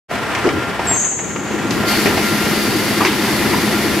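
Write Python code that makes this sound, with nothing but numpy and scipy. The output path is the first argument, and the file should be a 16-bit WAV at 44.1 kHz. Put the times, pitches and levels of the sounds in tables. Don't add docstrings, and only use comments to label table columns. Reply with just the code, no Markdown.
import sys
import numpy as np
from scipy import signal
from scipy.fft import rfft, irfft
from scipy.io import wavfile

SR = 44100
rng = np.random.default_rng(int(sys.argv[2]) if len(sys.argv) > 2 else 0)


def int16_out(signal):
    q = np.round(np.clip(np.atleast_2d(signal).T, -1, 1) * 32767)
    wavfile.write(sys.argv[1], SR, q.astype(np.int16))


N = 176400
T = np.arange(N) / SR
HZ = np.fft.rfftfreq(N, 1 / SR)


def amp(db):
    return 10 ** (np.asarray(db) / 20)


def unit(x):
    return x / np.sqrt(np.mean(x ** 2) + 1e-20)


def by_hz(points):
    hz, value = np.transpose(points)
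    return np.interp(np.log(HZ + 1), np.log(hz), value)


def level(points):
    seconds, db = np.transpose(points)
    return amp(np.interp(T, seconds, db))


def wander(rate_hz):
    return unit(irfft(rfft(rng.standard_normal(N)) / (1 + (HZ / rate_hz) ** 4), N))


def resonance(centre_hz, width_hz, hz=HZ):
    return 1 / (1 + ((hz - centre_hz) / width_hz) ** 2) ** 2


def ripple(depth_db, spacing_hz):
    burst = rng.standard_normal(N) * np.exp(-T * spacing_hz)
    return amp(depth_db * unit(rfft(burst).real))


def add(mix, start, sound):
    part = mix[..., round(start * SR):][..., :sound.shape[-1]]
    part += sound[..., :part.shape[-1]]


# frequency in Hz, left over right in dB.
BALANCE_DB = [(60, 2.5), (110, 0), (380, 3), (1290, -0.2), (2380, .5), (4400, 4), (8000, 2.5), (14000, -2)]

def placed(spectrum):
    return irfft(spectrum * amp(by_hz(BALANCE_DB) * np.array([[.5], [-.5]])), N)


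# frequency in Hz, likeness from 0 to 1.
LIKENESS = [(40, 0.8), (120, 0.74), (400, 0.76), (1100, 0.93), (2200, 0.78), (4400, 0.51), (8000, 0.24),
            (13000, 0.1)]

def noise(gain):
    mid, side = rfft(rng.standard_normal((2, N)))
    likeness = by_hz(LIKENESS)
    mid, side = mid * np.sqrt(1 + likeness), side * np.sqrt(1 - likeness)
    return unit(placed(np.array([mid + side, mid - side]) * gain))


# frequency in Hz, relative level in dB.
BELT_SPECTRUM = [(40, -32), (65, -8), (110, -2.5), (250, -3), (390, -1.5), (510, -6), (760, -3.5),
                 (1100, -6.5), (1750, -6), (2300, -10), (3100, -13), (4000, -19.5), (5600, -22.5),
                 (7000, -26.5), (7900, -25), (8800, -29), (11000, -29.5), (14000, -36.5), (15500, -43)]
RUMBLE_SPECTRUM = [(25, -43), (45, -37), (65, -6.5), (100, -2.5), (190, 2), (370, 1), (520, -6.5),
                   (900, -39.5)]
# time in seconds, level in dB.
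BELT_LEVEL = [(0.11, -21.5), (0.45, -21), (0.78, -23.5), (0.86, -20.5), (0.96, -22.5), (0.98, -28),
              (1.07, -25.5), (1.1, -32), (1.35, -28.5), (1.65, -23), (1.9, -21), (2.8, -22.5), (3.2, -22),
              (3.35, -20.5), (3.45, -20.5), (4.0, -21.5)]
RUMBLE_LEVEL = [(0.1, -43), (0.42, -40), (0.54, -23), (0.62, -29), (0.7, -27), (0.78, -36), (0.88, -29.5),
                (1.12, -34), (1.6, -26), (2.1, -24), (3.3, -26), (3.58, -21), (3.75, -28.5), (4.0, -25.5)]

def conveyor(belt_flutter_db=1.03, rumble_flutter_db=2.6):
    belt = noise(amp(by_hz(BELT_SPECTRUM)) * ripple(depth_db=1.44, spacing_hz=25))
    belt *= level(BELT_LEVEL) * amp(belt_flutter_db * wander(30))
    rumble = noise(amp(by_hz(RUMBLE_SPECTRUM)))
    rumble *= level(RUMBLE_LEVEL) * amp(rumble_flutter_db * wander(20))
    return belt + rumble


# time in seconds, level in dB.
WHINE_LEVEL = [(0.1, -31), (0.75, -31.5), (0.95, -32.5), (1.15, -46), (1.45, -38.5), (1.8, -30.5),
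               (2.7, -32), (2.8, -36.5), (3.5, -34.5), (3.65, -31.5), (4.0, -37)]

def motor_whine(pitch_hz=1385.5, drift_hz=2.5, waver_db=2.5):
    cycles = np.cumsum(pitch_hz + drift_hz * wander(20)) / SR
    tone = np.sin(2 * np.pi * cycles) * amp(waver_db * wander(8.6))
    return unit(tone) * level(WHINE_LEVEL)


# start in seconds, thud level in dB, body level in dB,
# body pitch in Hz, clack level in dB, tick level in dB, decay in seconds.
KNOCKS = [(.111, -31, -14, 620, -27, -40, .005), (.349, -29, -30, 900, -14, -21.5, 0.0075),
          (.441, -13.5, -20, 1300, -30, -32, 0.024), (.453, -11.5, -16, 400, -32, -38, 0.014),
          (.469, -13, -14, 520, -28, -30, 0.017), (.489, -19, -21, 1100, -15.5, -25, .005),
          (.536, -26, -20, 180, -40, -48, .016), (.793, -28, -10.5, 730, -19, -30, .005),
          (.912, -26, -13, 805, -25, -38, .005), (1.189, -34, -26, 700, -25.5, -40, 0.013),
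          (1.36, -21, -26, 900, -23.5, -37, 0.011), (1.505, -21, -21, 700, -29, -45, .009),
          (1.707, -19.5, -34, 900, -20.5, -18.5, 0.0073), (1.837, -13, -11, 600, -30, -39, 0.0066),
          (2.057, -13, -18, 680, -13.5, -24, 0.019), (2.171, -16.5, -18, 660, -19, -27, 0.027),
          (3.006, -14, -13.5, 970, -21.5, -38, .026), (3.049, -21, -17.5, 1100, -11, -19.5, 0.02),
          (3.534, -13, -15.5, 950, -25, -38, 0.012), (3.575, -25, -20, 120, -36, -46, 0.024)]
# centre in Hz, width in Hz.
FRAME_RINGS = [(365, 142), (2100, 1020), (5000, 3400)]

def knocks(rise_s=0.0013, tail_db=-21, tail_s=0.09, body_width_share=0.53):
    frame_power, out = np.zeros((3, N)), np.zeros((2, N))
    age = T[:SR // 2]
    hz = np.fft.rfftfreq(len(age), 1 / SR)
    for start, thud_db, body_db, body_hz, clack_db, tick_db, decay in KNOCKS:
        tail = amp(tail_db) * np.exp(-age / tail_s)
        force = np.minimum(age / rise_s, 1) * (np.exp(-age / decay) + tail)
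        hollow = resonance(body_hz, body_width_share * body_hz, hz)
        body = irfft(rfft(rng.standard_normal(len(age))) * hollow)
        add(out, start, amp(body_db) * force * unit(body))
        add(frame_power, start, (amp([[thud_db], [clack_db], [tick_db]]) * force) ** 2)
    for power, (centre, width) in zip(frame_power, FRAME_RINGS):
        out += np.sqrt(power) * noise(resonance(centre, width))
    return out


def cage(sound, t60_s=0.37, echo_db=-1):
    age = T[:SR // 2]
    tail = rng.standard_normal((2, len(age))) * amp(-60 * age / t60_s)
    tail /= np.linalg.norm(tail, axis=1, keepdims=True)
    return sound + amp(echo_db) * signal.fftconvolve(sound[None], tail, axes=1)[:, :N]


def valve_whistle(start_s=.869, end_s=0.97, rise_s=0.0033, release_s=0.038,
                  pitch_hz=7586, sag_hz_per_s=400, jitter_hz=35, gain_db=-20.5):
    age = T - start_s
    hz = pitch_hz - sag_hz_per_s * age + jitter_hz * wander(90)
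    tone = unit(np.sin(2 * np.pi * np.cumsum(hz) / SR))
    gate = np.clip(age / rise_s, 0, 1) * np.clip((end_s - T) / release_s, 0, 1)
    return placed(rfft(cage(amp(gain_db) * gate * tone)))


# start in seconds, centre in Hz, width in Hz, level in dB.
SQUEAL_BANDS = [(.94, 7380, 240, -25.5), (0.92, 6540, 170, -23), (.95, 6230, 140, -26.5),
                (0.97, 6940, 330, -22), (.93, 7660, 160, -31), (0.85, 7900, 810, -34.5)]

def valve_squeal(rise_s=0.02, fade_from_s=1.067, fade_db_per_s=57, linger_db=-14, linger_db_per_s=15):
    spent_s = np.maximum(T - fade_from_s, 0)
    fade = np.hypot(amp(-fade_db_per_s * spent_s), amp(linger_db - linger_db_per_s * spent_s))
    peaks = ripple(depth_db=2.5, spacing_hz=22)
    out = np.zeros((2, N))
    for start, centre, width, db in SQUEAL_BANDS:
        onset = np.clip((T - start) / rise_s, 0, 1)
        out += amp(db) * noise(resonance(centre, width) * peaks) * onset * fade
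    return out


# frequency in Hz, relative level in dB.
RATTLE_SPECTRUM = [(60, -52), (150, -5), (230, -13), (300, 1), (390, 0.5), (470, -9.5), (600, -16.5),
                   (1000, -31)]

def drive_rattle(angle):
    one_turn = irfft(np.exp(2j * np.pi * rng.random(size=2049)))
    positions = np.arange(len(one_turn)) / len(one_turn)
    repeated = np.interp(angle / (2 * np.pi), positions, one_turn, period=1)
    colour = amp(by_hz(RATTLE_SPECTRUM)) * (HZ < RATTLE_SPECTRUM[-1][0])
    return irfft(rfft(repeated) * colour, N)


# time in seconds, gain in dB.
DRIVE_LEVEL = [(0.1, -25), (1.15, -23), (1.4, -11), (1.58, -4), (1.8, -1.5), (2.6, -1), (4.0, 0.2)]

def drive(turns_per_s=9.068, pulse_peak_s=2.414, waver_db=0.37,
          hum_per_turn=23, hum_throb=0.31, hum_db=-25.5, rattle_db=-25.5,
          churn_per_turn=33, churn_pulse=.35, churn_db=-24, swing_hz=78.5, lean=0.23, slip_rad=0.5):
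    angle = 2 * np.pi * turns_per_s * (T - pulse_peak_s)
    hum = (1 - hum_throb * np.cos(angle)) * np.sin(hum_per_turn * angle)
    swing_rad = swing_hz / turns_per_s * (np.sin(angle) + lean * np.cos(2 * angle) / 2)
    churn_phase = churn_per_turn * angle + swing_rad + slip_rad * wander(18)
    churn = (1 + churn_pulse * np.cos(angle)) * np.sin(churn_phase)
    rattle = drive_rattle(angle)
    sound = amp(hum_db) * unit(hum) + amp(churn_db) * unit(churn) + amp(rattle_db) * unit(rattle)
    return placed(rfft(sound * level(DRIVE_LEVEL) * amp(waver_db * wander(6.7))))


# frequency in Hz, relative level in dB.
AIR_SPECTRUM = [(300, -9), (1000, -14.5), (2050, 2.5), (2700, -4), (3700, -4), (4500, -3), (5800, -7),
                (8500, -12.5), (10500, -9), (12200, -7.5), (13400, -13.5), (15500, -20.5)]
# time in seconds, level in dB.
AIR_LEVEL = [(0.75, -65), (0.86, -36), (1.02, -40), (1.12, -60), (1.67, -46), (1.73, -28.5), (1.85, -32.5),
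             (1.885, -19), (2.04, -20.5), (2.12, -24.5), (2.25, -22), (3.03, -22.5), (3.11, -24),
             (3.35, -22), (4.0, -23.5)]
# start in seconds, centre in Hz, width in Hz, gain in dB,
# rise in seconds, decay in seconds.
NOZZLE_PUFFS = [(1.864, 4450, 450, -22.5, 0.013, .13), (1.868, 2000, 900, -26, .02, .09),
                (2.4, 4530, 350, -29, .35, .6), (3.06, 3200, 1100, -23.5, 0.022, 0.088)]

def suction(flutter_db=.5):
    air = noise(amp(by_hz(AIR_SPECTRUM)) * ripple(depth_db=2.0, spacing_hz=35))
    air *= level(AIR_LEVEL) * amp(flutter_db * wander(40))
    for start, centre, width, db, rise, decay in NOZZLE_PUFFS:
        age = np.maximum(T - start, 0)
        envelope = np.minimum(age / rise, 1) * np.exp(-age / decay)
        air += amp(db) * envelope * noise(resonance(centre, width))
    return air


def scene():
    return conveyor() + motor_whine() + knocks() + valve_whistle() + valve_squeal() + drive() + suction()


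def record(dry, open_s=0.082, fade_in_s=0.032, ceiling=.97, cutoff_hz=15750):
    opened = dry * np.clip((T - open_s) / fade_in_s, 0, 1) ** 2
    clipped = np.clip(opened, -ceiling, ceiling)
    lowpass = signal.firwin(511, cutoff_hz, window=("kaiser", 9), fs=SR)
    return signal.oaconvolve(clipped, lowpass[None], "same")


dry = scene()
out = record(dry)
int16_out(out)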